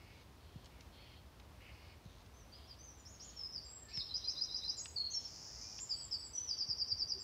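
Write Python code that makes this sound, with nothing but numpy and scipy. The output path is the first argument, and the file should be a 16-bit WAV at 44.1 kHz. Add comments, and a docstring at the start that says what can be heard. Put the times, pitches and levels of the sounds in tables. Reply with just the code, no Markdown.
"""Songbird in a garden

A songbird sings thin sweeping whistles, a rising trill, a fast buzz, a slow twice-sung figure and a
falling trill, all gliding near-pure tones. Shrubs and a fence smear each note and a wall throws it back.
A young bird begs faintly and hoarsely, pulses and hiss ringing in its throat. Twigs tick, a few soft
bumps sound, and far birds call over a low outdoor rumble."""
import sys
import numpy as np
from scipy import signal
from scipy.fft import rfft, irfft
from scipy.io import wavfile

SR = 44100
rng = np.random.default_rng(int(sys.argv[2]) if len(sys.argv) > 2 else 0)


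def dump_mix(stems):
    """Bounce the given channels to the path in sys.argv[1] as a 16-bit WAV at rate SR."""
    frames = np.atleast_2d(stems).T  # one column per channel
    limited = np.clip(frames, -1, 1)  # hard clip at full scale
    pcm = np.round(limited * 32767).astype(np.int16)
    wavfile.write(sys.argv[1], SR, pcm)


N = 318843

# tone colour of the outdoor bed: (frequency [Hz], relative level [dB])
AIR_COLOUR = [(22, -42), (30, -29), (42, -10.5), (60, -1), (90, -4.5), (160, -14.5), (250, -16.5),
              (450, -19.5), (1020, -22), (1530, -27.5), (3530, -31), (5500, -33.5), (7490, -40),
              (15500, -42.5)]
# hard reflections off the ground, fence and wall: (delay [s], gain [dB])
ECHOES = [(.0056, -19), (0.01, -9), (0.0176, -10.5), (0.0281, -25), (.092, -18), (.099, -16.5)]
# soft bumps: (time [s], level [dB], pitch [Hz], decay [s])
BUMPS = [(0.558, -44, 129, 0.012), (2.058, -47.5, 129, 0.011), (3.973, -47, 113, 0.017),
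         (6.686, -50.5, 96, 0.021), (6.922, -54, 85.6, 0.034)]
# twig and beak ticks: (time [s], level [dB], centre [Hz], decay [s])
TICKS = [(0.645, -59.5, 5950, 0.0036), (.658, -57.5, 4430, 0.0067), (.808, -54, 3940, .0034),
         (1.398, -59.5, 2560, 0.008), (2.261, -63.5, 4150, 0.0048), (3.974, -45.5, 3260, 0.0035),
         (4.638, -51, 4950, .001), (4.857, -42, 2970, 0.0024), (5.788, -50.5, 2970, 0.0058)]
# the young bird's begs, lower caws and thin rasps:
# (start [s], length [s], level [dB], upper resonance gain [dB])
BEGS = [(.381, .33, -76.5, -2), (.908, 0.31, -70, -5), (2.515, .26, -71, -2), (3.181, 0.27, -71.5, 2),
        (4.04, .26, -67.5, 5), (4.988, 0.326, -69.5, 4), (5.883, .31, -76, -6), (6.332, .34, -71.5, 0)]
CAWS = [(-.05, .30, -70.5, -7), (.699, 0.14, -75, -20), (.961, 0.2, -71.5, -7), (1.598, 0.11, -66.5, -15),
        (1.66, .065, -65.5, -20), (1.70, 0.265, -69.5, -3.5), (3.875, 0.15, -61, 13)]
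RASPS = [(.125, 0.12, -75.5, -4), (2.022, 0.22, -74, -4)]
# a thin ringing overtone of the young bird's beg, then far whistles and a coo:
# (start [s], length [s], first pitch [Hz], last pitch [Hz], level [dB])
FAINT_TONES = [(.905, 0.15, 4320, 4390, -71.5), (3.81, 0.1, 1855, 1746, -70),
               (3.895, 0.061, 2200, 2720, -66), (4.25, 0.057, 2490, 2460, -77),
               (5.455, .16, 1600, 2120, -76.5), (5.610, .09, 2316, 2446, -70),
               (7.140, 0.042, 386, 381, -61)]
# the singer's one-way slides: (start [s], length [s], first pitch [Hz], last pitch [Hz], level [dB])
SLIDES = [ (2.516, .048, 4450, 5050, -58), (2.670, 0.053, 5820, 4620, -59.5),
          (2.970, 0.046, 7700, 6860, -67), (3.360, 0.057, 5600, 5210, -48),
          (3.430, 0.019, 5170, 5080, -38.5), (3.520, 0.065, 5870, 4620, -47),
          (3.930, 0.072, 5650, 5050, -42.5), (3.984, 0.03, 5260, 3740, -43.5),
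          (4.765, 0.048, 7500, 6490, -47), (4.797, 0.059, 7030, 8120, -55),
          (4.958, 0.0257, 4790, 4285, -35), (4.985, .022, 4400, 4300, -37.5),
          (5.036, 0.024, 4310, 4267, -38), (5.138, 0.042, 5580, 5380, -39.5),
          (6.330, 0.037, 6100, 5850, -46), (6.368, 0.037, 5830, 6020, -38),
          (7.197, .050, 7480, 7460, -56.5)]
# up-and-over whistles:
# (start [s], length [s], first pitch [Hz], top pitch [Hz], last pitch [Hz], level at the top [dB])
ARCHES = [ (2.334, .095, 5980, 6330, 5550, -70.5), (2.786, 0.13, 5940, 6330, 5670, -59.5),
          (3.049, .108, 4900, 7050, 6320, -62.5), (3.195, .104, 4750, 7190, 6420, -59),
          (3.644, .19, 7440, 7660, 7490, -56.5), (5.1, .052, 5780, 6980, 5590, -49.5),
          (5.796, .045, 6750, 7720, 6810, -47.5)]
# the buzz's envelope: (time [s], level [dB])
BUZZ_ENVELOPE = [(5.189, -61), (5.26, -57.5), (5.36, -54.5), (5.55, -53.5), (5.741, -53), (5.785, -51.5),
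                 (5.80, -66)]
# its tone colour: (frequency [Hz], relative level [dB])
BUZZ_COLOUR = [(4100, -8.5), (4900, -1.5), (5400, 1), (6200, -7), (7000, -9.5), (7500, -18)]
# one syllable of each trill, a whistle per row: (offset from the beat [s], length [s],
# first pitch [Hz], middle pitch [Hz], last pitch [Hz], first gain [dB], last gain [dB])
RISING_SYLLABLE = [(-0.0046, 0.0382, 4880, 5220, 6400, 1, -19)]
LOW_SYLLABLE = [(-.020, .043, 3570, 4020, 4110, -11.5, 3.2)]
SLOW_SYLLABLE = [(-.020, .029, 5530, 5064, 4560, -8, 1), (0, .028, 5450, 4803, 4590, -6.5, 0),
                 (.048, .07, 7970, 7863, 7940, -22.5, -26), (.111, .038, 7820, 7610, 7120, -15.5, -16)]
FALLING_SYLLABLE = [(-.050, .044, 6090, 5385, 4863, -20, -1), (-.009, .019, 4920, 4674, 4770, 6, -10)]

LOW_DB_PER_OCTAVE = 15.5  # slides and arches gain level as their pitch drops


def amp(db):
    """Decibels to linear gain."""
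    return 10 ** (np.asarray(db) / 20)


def unit_rms(x):
    """Scales a signal to an RMS of one."""
    return x / np.sqrt(np.mean(x ** 2) + 1e-20)


def colour_db(points, hz):
    """Reads an EQ curve drawn in straight lines over log frequency."""
    f, db = np.transpose(points)
    return np.interp(np.log(hz + 1), np.log(f + 1), db)


def add(mix, start_s, sound):
    """Lays a sound into the mix, trimming any overhang."""
    at = round(start_s * SR)
    sound = sound[max(-at, 0):]
    part = mix[max(at, 0):][:len(sound)]
    part += sound[:len(part)]


def equalise(x, gain):
    """Filters x by a gain given as a function of frequency."""
    return irfft(rfft(x) * gain(np.fft.rfftfreq(len(x), 1 / SR)), len(x))


def wander(t, rate, size=256):
    """Random modulation of about unit size, with `rate` new values a second."""
    return np.interp(t * rate, np.arange(size), rng.standard_normal(size))


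def air(db=-59.5, swell_db=.5, rumble_hz=150, rumble_db=2, ebb_db_per_s=.57):
    """The bed: steady outdoor hiss over a rumble that slowly ebbs."""
    t = np.arange(N) / SR
    noise = unit_rms(equalise(rng.standard_normal(N), lambda f: amp(colour_db(AIR_COLOUR, f))))
    rumble = equalise(noise, lambda f: 1 / (1 + (f / rumble_hz) ** 4))
    hiss = noise - rumble
    return amp(db + swell_db * wander(t, 3.5)) * (hiss + rumble * amp(rumble_db - ebb_db_per_s * t))


def scatter(delay_s, t60, db):
    """A reverb tail: many small reflections that die away after a pre-delay."""
    t = np.arange(SR) / SR - delay_s
    taps = rng.standard_normal(SR) * (t > 0) * amp(-60 * np.maximum(t, 0) / t60)
    return amp(db) * taps / np.linalg.norm(taps)


def shrubs(x, t60=.18, crossfade_hz=3.1):
    """Scatter from near leaves; as the bird turns its head, three sets of paths take turns."""
    angle = np.pi * crossfade_hz * np.arange(N) / SR
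    shares = [np.sqrt(2 / 3) * np.cos(angle + np.pi * k / 3) for k in range(3)]  # equal-power fade
    return sum(signal.fftconvolve(x * share, scatter(.002, t60, 0))[:N] for share in shares)


def garden(x, direct_db=-4, leaves_db=-2.5):
    """The space: direct sound, hard echoes and scatter from the far wall, other gardens and shrubs."""
    far_wall = scatter(.086, t60=.32, db=-12.5)
    gardens_around = scatter(.036, t60=.84, db=-12.5)
    response = far_wall + gardens_around
    response[0] += amp(direct_db)
    for delay_s, db in ECHOES:
        add(response, delay_s, amp([db]))
    return signal.fftconvolve(x, response)[:N] + amp(leaves_db) * shrubs(x)


def bumps(sag=.64, attack_s=.0022):
    """Dull, heavily damped knocks whose pitch sags as they die."""
    out, t = np.zeros(N), np.arange(8192) / SR
    for start, db, hz, decay in BUMPS:
        fade = np.exp(-t / decay)
        attack = 1 - np.exp(-t / attack_s)
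        turns = np.cumsum(hz * (1 + sag * (2 * fade - 1))) / SR
        add(out, start, 2 * amp(db) * fade * attack * np.sin(2 * np.pi * turns))
    return out


def ticks(width_octaves=.99, top_hz=7000):
    """Twigs and beaks: dry, broad snaps of noise that die within milliseconds."""
    out, t = np.zeros(N), np.arange(4096) / SR
    lead = 64  # samples of room for the filter to ring ahead of the hit
    for start, db, hz, decay in TICKS:
        burst = np.roll(rng.standard_normal(len(t)) * np.exp(-t / decay), lead)
        snap = equalise(burst, lambda f: np.exp(-.5 * (np.log2((f + 1) / hz) / width_octaves) ** 2)
                        / (1 + (f / top_hz) ** 6))
        snap *= np.sqrt(decay * SR / 2) / np.linalg.norm(snap)  # about unit RMS at the hit
        add(out, start - lead / SR, amp(db) * snap)
    return out


def begging(calls, pitch_hz, throat_hz, widths_hz, rough, rattle=0, rattle_hz=92, flutter_db=1):
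    """Hoarse calls: unsteady pulses and hiss pass two broad throat resonances, with optional rattle."""
    out = np.zeros(N)

    def resonance(f, k):
        return 1 / (1 + (2 * (f - throat_hz[k]) / widths_hz[k]) ** 2) ** 2

    for start, length, db, upper_db in calls:
        t = np.arange(0, length, 1 / SR)
        turns = np.cumsum(pitch_hz * (1 + .0248 * wander(t, 298.5))) / SR
        pulses = unit_rms(sum(np.cos(2 * np.pi * k * turns) for k in range(1, 14)))
        hiss = rng.standard_normal(SR)[:len(t)]
        drive = (1 - rough) * pulses + rough * hiss
        drive *= 1 + rattle * np.cos(2 * np.pi * rattle_hz * t)
        call = equalise(drive, lambda f: resonance(f, 0) + amp(upper_db) * resonance(f, 1))
        envelope = amp(db + flutter_db * wander(t, 120)) * signal.windows.tukey(len(t), .25)
        add(out, start, envelope * unit_rms(call))
    return out


def young_bird():
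    """Three hoarse voices: begs, lower caws and thin, rattling rasps."""
    begs = begging(BEGS, pitch_hz=1075, throat_hz=(3160, 4380), widths_hz=(1500, 1700), rough=.66)
    caws = begging(CAWS, pitch_hz=730, throat_hz=(2400, 4680), widths_hz=(1680, 1900), rough=.71)
    rasps = begging(RASPS, pitch_hz=512, throat_hz=(3850, 6200), widths_hz=(2600, 1400), rough=.8,
                    rattle=.8)
    return begs + caws + rasps


def whistle(length, first_hz, middle_hz, last_hz, first_db, last_db,
            waver=.062, flutter_db=1, fade_s=.0067):
    """A near-pure tone that glides along an arc; the wider the glide, the less steady its pitch."""
    t = np.arange(0, max(length, .01), 1 / SR)
    progress = t / t[-1]
    hz = np.polyval(np.polyfit([0, .5, 1], [first_hz, middle_hz, last_hz], 2), progress)
    hz += waver * np.ptp(hz) * wander(t, 417)
    db = first_db + (last_db - first_db) * progress + flutter_db * wander(t, 260)
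    envelope = amp(db) * signal.windows.tukey(len(t), min(2 * fade_s / t[-1], 1))
    return np.sqrt(2) * envelope * np.sin(2 * np.pi * np.cumsum(hz) / SR)


def slides(notes, halfway_share=.68, swell_db=5):
    """Whistles that glide quickly at first and settle towards their last pitch."""
    out = np.zeros(N)
    for start, length, first_hz, last_hz, db in notes:
        growth_db = swell_db + LOW_DB_PER_OCTAVE * np.log2(first_hz / last_hz)
        middle_hz = first_hz + halfway_share * (last_hz - first_hz)
        note = whistle(length, first_hz, middle_hz, last_hz, db - growth_db / 2, db + growth_db / 2)
        add(out, start, note)
    return out


def arches(climb_share=.4, overlap_s=.00822, waver=.08):
    """Whistles that climb to a soft top and run on into a longer fall."""
    out = np.zeros(N)
    bows = np.array([.48, .6])  # share of the height at mid-climb and mid-fall
    for start, length, first_hz, top_hz, last_hz, db in ARCHES:
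        ends_hz, climb_s = np.array([first_hz, last_hz]), climb_share * length
        up_hz, down_hz = ends_hz + bows * (top_hz - ends_hz)
        first_db, last_db = db + LOW_DB_PER_OCTAVE * np.log2(top_hz / ends_hz)
        add(out, start, whistle(climb_s + overlap_s, first_hz, up_hz, top_hz, first_db, db, waver))
        add(out, start + climb_s, whistle(length - climb_s, top_hz, down_hz, last_hz, db, last_db, waver))
    return out


def buzz(cycle_hz=35.7, low_hz=4150, high_hz=7700, accent_db=3.5):
    """A dry rattle: each cycle holds three steep, uneven downward sweeps, the first accented."""
    times, db = np.transpose(BUZZ_ENVELOPE)
    t = np.arange(times[0], times[-1], 1 / SR)
    cycle = (t - t[0]) * cycle_hz + .05 * wander(t, 130)
    sweeps = np.floor(cycle) * 3 + np.interp(cycle % 1, [0, .27, .58, 1], np.arange(4))
    progress, index = sweeps % 1, np.floor(sweeps).astype(int)
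    pitch_slip, level_slip = rng.standard_normal((256, 2))[index].T  # no two sweeps are quite alike
    hz = high_hz + (low_hz - high_hz) * progress
    hz *= 1 + .02 * pitch_slip + .015 * wander(t, 400)
    sweep_db = colour_db(BUZZ_COLOUR, hz) + 1.5 * level_slip + accent_db * (index % 3 == 0)
    tone = amp(sweep_db) * np.sqrt(np.sin(np.pi * progress)) * np.sin(2 * np.pi * np.cumsum(hz) / SR)
    out = np.zeros(N)
    add(out, times[0], amp(np.interp(t, times, db)) * unit_rms(tone))
    return out


def trill(syllable, start_s, per_s, count, db, waver, growth_db=0):
    """One syllable repeated on an even beat, never at quite the same pitch."""
    out = np.zeros(N)
    for beat in range(count):
        beat_s, gain = start_s + beat / per_s, amp(db + growth_db * beat)
        for offset, length, *arc_hz, first_db, last_db in syllable:
            arc_hz = np.array(arc_hz) * (1 + .007 * rng.standard_normal(3))
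            add(out, beat_s + offset, gain * whistle(length, *arc_hz, first_db, last_db, waver))
    return out


def songbird():
    """The lead voice: whistles, buzz and trills, with swelling low notes between the rising ones."""
    return (slides(SLIDES) + arches() + buzz()
            + trill(RISING_SYLLABLE, start_s=4.143, per_s=7.43, count=5, db=-30.5, waver=.062)
            + trill(LOW_SYLLABLE, start_s=4.105, per_s=7.53, count=5, db=-46.5, waver=.079, growth_db=1.2)
            + trill(SLOW_SYLLABLE, start_s=5.91, per_s=4.587, count=2, db=-36, waver=.061)
            + trill(FALLING_SYLLABLE, start_s=6.515, per_s=9.84, count=7, db=-33, waver=.077))


def scene(tick_send_db=-13, begging_send_db=-6):
    """Song and faint tones play through the garden; ticks and hoarse begs are close and mostly dry."""
    song, snaps, begs = songbird(), ticks(), young_bird()
    faint_tones = slides(FAINT_TONES)
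    distant = garden(song + faint_tones + amp(tick_send_db) * snaps + amp(begging_send_db) * begs)
    mono = distant + snaps + begs + bumps() + air()
    return np.array([mono, mono])


def record(dry, cutoff_hz=15700):
    """One microphone on both channels, with a steep high cut."""
    high_cut = signal.firwin(511, cutoff_hz, window=("kaiser", 9), fs=SR)
    return signal.oaconvolve(dry, high_cut[None], "same", axes=1)


dry = scene()
out = record(dry)
dump_mix(out)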